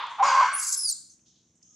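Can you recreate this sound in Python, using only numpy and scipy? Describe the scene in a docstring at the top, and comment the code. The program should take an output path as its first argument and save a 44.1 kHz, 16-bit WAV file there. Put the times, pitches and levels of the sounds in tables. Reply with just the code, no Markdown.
"""Baby monkey crying

A baby monkey runs over gritty ground to an adult. One hoarse cry flips between clear tone and ragged
throat pulses; a very high squeal rises, breaks into a screech, clears and falls, and its end returns
as a brief high echo. The surroundings echo both calls; an earlier cry's echo dies away at the start.
Grit scuffs softly over a faint high hiss and a far idling engine. A faint far call enters at the end."""
import sys
import numpy as np
from scipy import signal
from scipy.fft import rfft, irfft
from scipy.io import wavfile
from scipy.ndimage import uniform_filter1d, map_coordinates

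SR = 44100
rng = np.random.default_rng(int(sys.argv[2]) if len(sys.argv) > 2 else 0)


def log_audio(samples):
    """Write samples as a 16-bit WAV file to the path given in sys.argv[1]."""
    # one column per channel
    frames = np.atleast_2d(samples).T
    # limit to full scale, then quantise
    limited = np.clip(frames, -1, 1)
    pcm = np.round(limited * 32767).astype(np.int16)
    wavfile.write(sys.argv[1], SR, pcm)


N = 77175

# diffuse stereo width: freq_hz, side_db
SPREAD = [(100, -31.5), (900, -16.5), (5000, -9), (10000, 3)]
# background spectra: freq_hz, gain_db
ENGINE_COLOUR = [(25, -32.5), (65, -10.5), (110, -7.5), (190, 1.5), (290, -10), (350, -10.5), (420, -21),
                 (1500, -66.5)]
HISS_COLOUR = [(1500, -52), (3200, -14), (4500, -26.5), (5400, -2.5), (6500, 6), (9000, -29), (15000, -74)]
AIR_COLOUR = [(20, -29.5), (70, -3), (200, -4.5), (1200, -19), (8000, -28.5), (15000, -49.5)]
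EARLIER_CRY_COLOUR = [(120, -56.5), (748, -18.5), (967, 2), (1600, -14), (2850, -17.5), (3440, -12.5),
                      (5840, -39), (16000, -85)]
# high hiss: time_s, level_db
HISS_LEVEL = [(0, -68), (1.24, -69.5), (1.62, -72), (1.63, -60.5), (1.75, -58.5)]
# noise bursts: start_s, decay_s, level_db, centre_hz, half_width_oct
# the row at 1.096 s is a brief high echo of the squeal's end; the others are scuffs
NOISE_BURSTS = [(0.067, 0.0036, -52, 7140, 0.095), (0.092, 0.092, -57, 6360, 0.15),
                (1.096, 0.041, -51.5, 6230, 0.092), (1.192, 0.0046, -70, 2983, 0.26),
                (1.254, 0.083, -63, 5960, .12), (1.252, 0.099, -67, 3710, 0.18),
                (1.35, 0.067, -71, 3950, 0.23), (1.553, 0.024, -65.5, 7140, 0.089),
                (1.616, 0.0037, -69.5, 2616, 0.36), (1.627, 0.0062, -50.5, 5830, 0.13)]

# hoarse cry: time_s, pitch_hz, level_db, roughness
CRY = [(.18, 502.8, -43.5, 0.94), (.191, 431, -32, 1), (.208, 394.4, -17.5, 0.31),
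       (.221, 391.5, -19.5, 0.1), (.225, 475.5, -25, 0.65), (.231, 510.7, -15.5, 0.6),
       (.255, 563.3, -20, .6), (.27, 532.4, -20.5, 1), (.336, 519.7, -22, 0.7), (.349, 517.5, -17.5, 0.42),
       (.366, 550, -15.5, 0.54), (.371, 538.7, -23, .7), (.378, 537.3, -15.5, 0.5), (.395, 519.7, -17, .2),
       (.412, 573.2, -16.5, 0.6), (.424, 503.3, -16, 0.21), (.44, 497.8, -17.5, 0.71),
       (.478, 495.4, -28, 0.57), (.488, 552.3, -27, 0.22), (.508, 535.3, -39.5, 1), (.53, 579, -31.5, 0.5),
       (.59, 553.6, -43, .6)]
# clear voice: harmonic, gain_db
CRY_HARMONICS = [(2, 4), (3, -25), (4, -25)]
# throat response to ragged pulses: freq_hz, gain_db
THROAT_COLOUR = [(100, -66), (400, -39), (575, -27.5), (670, -17), (800, 1), (1070, -2.5), (1300, -5),
                 (1560, -21.5), (2000, -23.5), (2350, -22.5), (2650, -26.5), (3500, -30), (9000, -65)]
# low tone held through the roughness: time_s, pitch_hz, level_db
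HUM = [(.226, 532, -40.5), (.26, 591, -36.5), (.32, 541, -44.5), (.412, 609, -41.5), (.43, 562, -48)]
# two overtones held by the throat: time_s, lower_db, upper_db
OVERTONES = [(.22, -52, -46), (.25, -41.5, -39.5), (.29, -31.5, -46), (.35, -38.5, -46.5),
             (.38, -42.5, -38), (.44, -30, -46.5)]
# rasping air, sliding mouth resonances: time_s, level_db, upper_hz, lower_hz
RASP = [(.222, -55.5, 6860, 5823), (.233, -38, 6760, 5770), (.27, -31.5, 6856, 4928),
        (.37, -38, 5733, 4610), (.44, -38.5, 5960, 4466), (.57, -51, 5853, 4470)]
# rasp spectrum: freq_hz, gain_db
RASP_COLOUR = [(1500, -11), (3600, -5), (4600, 1.5), (5600, -1.5), (6900, -0.5), (9000, -17), (11500, -37),
               (15000, -47)]

# squeal: time_s, pitch_hz, fundamental_db, octave_db
SQUEAL = [(.532, 4083, -82, -38.5), (.544, 4886, -77, -27), (.566, 4790, -72, -28.5),
          (.578, 5012, -74, -30.5), (.602, 5110, -56, -29.5), (.618, 5575, -64, -39.5),
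          (.66, 5256, -75, -43.5), (.687, 5104, -71, -35.5), (.755, 5277, -45, -52),
          (.774, 5223, -38.5, -30.5), (.808, 5188, -33, -34.5), (.83, 5157, -36.5, -33.5),
          (.852, 4990, -29.5, -30), (.878, 4680, -35, -35.5), (.889, 4606, -28, -27.5),
          (.904, 4360, -33.5, -24.5), (.915, 3968, -52.5, -34), (.927, 3572, -67, -27)]
# flutter on its fundamental: time_s, share
FRAY = [(.8, 0.8), (.89, 0.24)]
# third harmonic in the final dive: time_s, re_octave_db
THIRD_HARMONIC = [(.88, -30), (.9, -25), (.917, -5)]
# chaotic part of the squeal: time_s, level_db
SCREECH_LEVEL = [(.56, -49.5), (.6, -35), (.642, -28), (.662, -33), (.684, -27), (.714, -33.5), (.73, -26),
                 (.753, -26.5), (.758, -40), (.8, -47), (.875, -42), (.9, -31), (.917, -35.5), (.932, -47)]
# its smeared partials: pitch_ratio, width_hz, gain_db
SCREECH_PARTIALS = [(1.001, 379, -20.5), (1.248, 447.2, -10.5), (1.462, 388.6, -7), (1.9, 520, -17)]
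# mouth response to the screech: freq_hz, gain_db
MOUTH_COLOUR = [(1500, -41.5), (3000, -27), (3900, -6), (4700, 8), (11000, 7), (12200, -6), (13900, -9.5),
                (15500, -17)]

# phase between microphone ports: freq_hz, left_lead_rad
PORT_PHASE = [(900, -.04), (3000, 0), (6000, .35), (10000, -0.58), (14000, -0.29)]
# phase ripple from near reflections: freq_hz, rms_rad
NEAR_TWIST = [(800, .05), (5000, 0.66), (12000, 0.8)]
# reverberation spectrum: freq_hz, gain_db
REVERB_COLOUR = [(250, -12), (1000, -20.5), (1450, 4.5), (3500, 3), (4600, -9.5), (8000, -6), (10500, -23),
                 (15000, -12)]


def undb(db):
    """Decibels to gain."""
    return 10 ** (np.asarray(db) / 20)


def unit(x):
    """Scale to rms 1."""
    return x / np.sqrt(np.mean(x ** 2))


def clock():
    """Sample times in seconds."""
    return np.arange(N) / SR


def phase_of(hz):
    """Running phase in radians."""
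    return 2 * np.pi * np.cumsum(hz) / SR


def curve(table, column=1):
    """One column, linear in time."""
    rows = np.array(table)
    return np.interp(clock(), rows[:, 0], rows[:, column])


def envelope(table, column=1):
    """A dB column as a gain that closes quickly outside the table."""
    outside_s = np.maximum(table[0][0] - clock(), 0) + np.maximum(clock() - table[-1][0], 0)
    return undb(curve(table, column)) * np.exp(-outside_s / 0.0025)


def on_bins(points):
    """(freq_hz, value) points on the bins of a double-length FFT."""
    hz, value = np.array(points).T
    return np.interp(np.log(np.arange(N + 1) * SR / (2 * N) + 1), np.log(hz), value)


def colour(x, points):
    """Filter by (freq_hz, gain_db) points."""
    return irfft(rfft(x, 2 * N) * undb(on_bins(points)))[..., :N]


def noise():
    """White noise."""
    return rng.standard_normal(N)


def walk(hz):
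    """Smooth random drift, rms 1, up to about hz."""
    bins_hz = np.arange(N // 2 + 1) * SR / N
    return unit(irfft(rfft(noise()) * np.exp(-.5 * (bins_hz / hz) ** 2), N))


def wide_noise():
    """Diffuse stereo noise, alike in the bass."""
    return noise() + colour(noise(), SPREAD) * np.array([[1], [-1]])


def smeared(phase, width_hz):
    """A partial blurred into a noise band."""
    return (walk(width_hz) * np.sin(phase) + walk(width_hz) * np.cos(phase)) / np.sqrt(2)


def engine(rate_hz=21.8, beat_at_s=1.495, decay_s=0.03, level_db=-72):
    """A far engine idles: nearly identical decaying noise beats."""
    age_s = ((clock() - beat_at_s) * rate_hz % 1) / rate_hz
    beats = np.resize(noise()[:int(SR / rate_hz)], N) + .3 * noise()
    return unit(colour(beats * np.exp(-age_s / decay_s), ENGINE_COLOUR)) * undb(level_db)


def hiss(flicker_db=1.2):
    """Faint high hiss, stepping up near the end."""
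    return unit(colour(wide_noise(), HISS_COLOUR)) * undb(curve(HISS_LEVEL) + flicker_db * walk(40))


def still_air(level_db=-76.5):
    """Steady low noise of the air."""
    return undb(level_db) * unit(colour(wide_noise(), AIR_COLOUR))


def earlier_echo(start_db=-30.5, fall_db_per_s=72):
    """The reverberation of an earlier cry dies away."""
    return unit(colour(wide_noise(), EARLIER_CRY_COLOUR)) * undb(start_db - fall_db_per_s * clock())


def scuffs_and_squeal_echo(attack_share=0.18, grain_db=1):
    """Short noise bands: soft scuffs, and one brief high echo of the squeal's end."""
    grain = wide_noise() * undb(grain_db * walk(300))
    out = 0
    for start_s, decay_s, level_db, centre_hz, half_width_oct in NOISE_BURSTS:
        age_s = np.maximum(clock() - start_s, 0)
        band = [(centre_hz * 2 ** (k * half_width_oct), -2.5 * abs(k) ** 1.6) for k in range(-7, 8)]
        shape = np.minimum(age_s / (attack_share * decay_s), 1) * np.exp(-age_s / decay_s)
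        out = out + undb(level_db) * unit(colour(grain, band)) * shape
    return out


def cry(waver=0.0093, jitter=.13, shimmer_db=1.5):
    """The voice flips between clear tone and ragged throat pulses, with hum, overtones and rasp."""
    pitch_hz = curve(CRY)
    phase = phase_of(pitch_hz * (1 + waver * walk(190)))
    clear = unit(sum(undb(db) * np.sin(k * phase) for k, db in CRY_HARMONICS))
    hum = unit(np.sin(phase_of(curve(HUM)))) * envelope(HUM, 2)
    overtones = throat_overtones()
    cycles = np.cumsum(pitch_hz * (1 + jitter * walk(200))) / SR
    shimmer = undb(shimmer_db * walk(180))
    pulses = np.diff(np.floor(cycles), prepend=0) * shimmer
    hoarse = unit(colour(pulses, THROAT_COLOUR))
    hoarse /= np.sqrt(uniform_filter1d(hoarse ** 2, SR // 60) + 1e-6)  # even out the level
    rough = np.clip(curve(CRY, 3), 0, 1)
    voice = (np.sqrt(1 - rough ** 2) * clear + rough * hoarse) * envelope(CRY, 2)
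    puffs = shimmer * np.exp(-(cycles % 1))
    return voice + hum + overtones * shimmer + rasp(puffs)


def throat_overtones(rings_hz=(1556, 2179), waver=.028):
    """Two overtones held by the throat ring through the roughness."""
    drift = 1 + waver * walk(70)
    return sum(unit(np.sin(phase_of(hz * drift))) * envelope(OVERTONES, column)
               for column, hz in enumerate(rings_hz, 1))


def rasp(puffs, ring_db=-8, ring_width_hz=170):
    """Air puffs with each throat pulse and rings two sliding mouth resonances."""
    rings = unit(sum(smeared(phase_of(curve(RASP, column)), ring_width_hz) for column in (2, 3)))
    breath = (noise() + undb(ring_db) * rings) * puffs
    return unit(colour(breath, RASP_COLOUR)) * envelope(RASP)


def squeal(waver=.0085, shimmer_db=2.5, fray_width_hz=227.7):
    """A fluttering whistle with a strong octave; it screeches, then its fundamental clears."""
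    phase = phase_of(curve(SQUEAL) * (1 + waver * walk(440)))
    fundamental_gain, octave_gain = envelope(SQUEAL, 2), envelope(SQUEAL, 3)
    fray = np.clip(curve(FRAY), 0, 1)
    fundamental = np.sqrt(1 - fray ** 2) * np.sin(phase) + fray * smeared(phase, fray_width_hz)
    upper = np.sin(2 * phase) + envelope(THIRD_HARMONIC) * np.sin(3 * phase)
    whistle = np.sqrt(2) * (fundamental_gain * fundamental + octave_gain * upper)
    whistle *= undb(shimmer_db * walk(120))
    return whistle + screech(phase) + octave_gain * sideband(2 * phase)


def sideband(octave_phase, above_hz=3950, width_hz=170, gain_db=-32):
    """A thin partial arches above the squeal's octave."""
    return unit(smeared(octave_phase + 2 * np.pi * above_hz * clock(), width_hz)) * undb(gain_db)


def screech(phase, breath_db=-6, flutter_db=2):
    """Under strain the squeal turns chaotic: smeared partials near and between its harmonics."""
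    partials = sum(undb(db) * smeared(ratio * phase, hz) for ratio, hz, db in SCREECH_PARTIALS)
    chaos = (partials + undb(breath_db) * noise()) * undb(flutter_db * walk(300))
    return unit(colour(chaos, MOUTH_COLOUR)) * envelope(SCREECH_LEVEL)


def far_call(start_s=1.664, rise_s=0.064, pitch_hz=1250, waver=0.016, peak_db=-78):
    """A faint wavering coo fades in."""
    tone = np.sin(phase_of(pitch_hz * (1 + waver * walk(40))))
    return undb(peak_db) * tone * np.clip((clock() - start_s) / rise_s, 0, 1)


def microphone_ports(x, near_decay_s=0.0034):
    """Near reflections twist the treble's phase between two close ports."""
    reflections = noise() * np.exp(-clock() / near_decay_s)
    ripple = unit(rfft(reflections, 2 * N).real)
    lead_rad = on_bins(PORT_PHASE) + on_bins(NEAR_TWIST) * ripple
    return irfft(rfft(x, 2 * N) * np.exp(.5j * lead_rad * np.array([[1], [-1]])))[:, :N]


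def surroundings(x):
    """A diffuse tail, shorter in the treble, with one late echo; a wavering delay blurs high tones."""
    build_s, low_early_t60_s, treble_early_t60_s = 0.014, 0.72, 0.43
    echo_s, echo_db, echo_decay_s = 0.21, -26, 0.016
    extra_fall_db_per_s, smear_s, smear_hz = 24, 5e-5, 130
    t, scatter = clock(), wide_noise()
    low = colour(scatter, [(2800, 0), (3600, -10), (4500, -40)])
    tail = low * undb(-60 * t / low_early_t60_s) + (scatter - low) * undb(-60 * t / treble_early_t60_s)
    tail *= undb(-extra_fall_db_per_s * np.maximum(t - echo_s, 0))
    tail *= 1 - np.exp(-t / build_s)
    echo = scatter * (t > echo_s) * np.exp(-abs(t - echo_s) / echo_decay_s) * undb(echo_db)
    response = colour(unit(tail + echo), REVERB_COLOUR) / np.sqrt(N)
    blurred = map_coordinates(x, [(t + smear_s * walk(smear_hz)) * SR], mode="mirror")
    return signal.fftconvolve(blurred[None], response, axes=1)[:, :N]


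def scene():
    """The calls and their echoes, over scuffs and background."""
    calls = cry() + squeal()
    monkey = microphone_ports(calls) + surroundings(calls) + earlier_echo() + scuffs_and_squeal_echo()
    return monkey + engine() + hiss() + far_call() + still_air()


def record(dry):
    """Steep treble cut."""
    cutoff_hz = 15700
    return signal.sosfilt(signal.ellip(10, .2, 80, cutoff_hz, fs=SR, output="sos"), dry)


dry = scene()
out = record(dry)
log_audio(out)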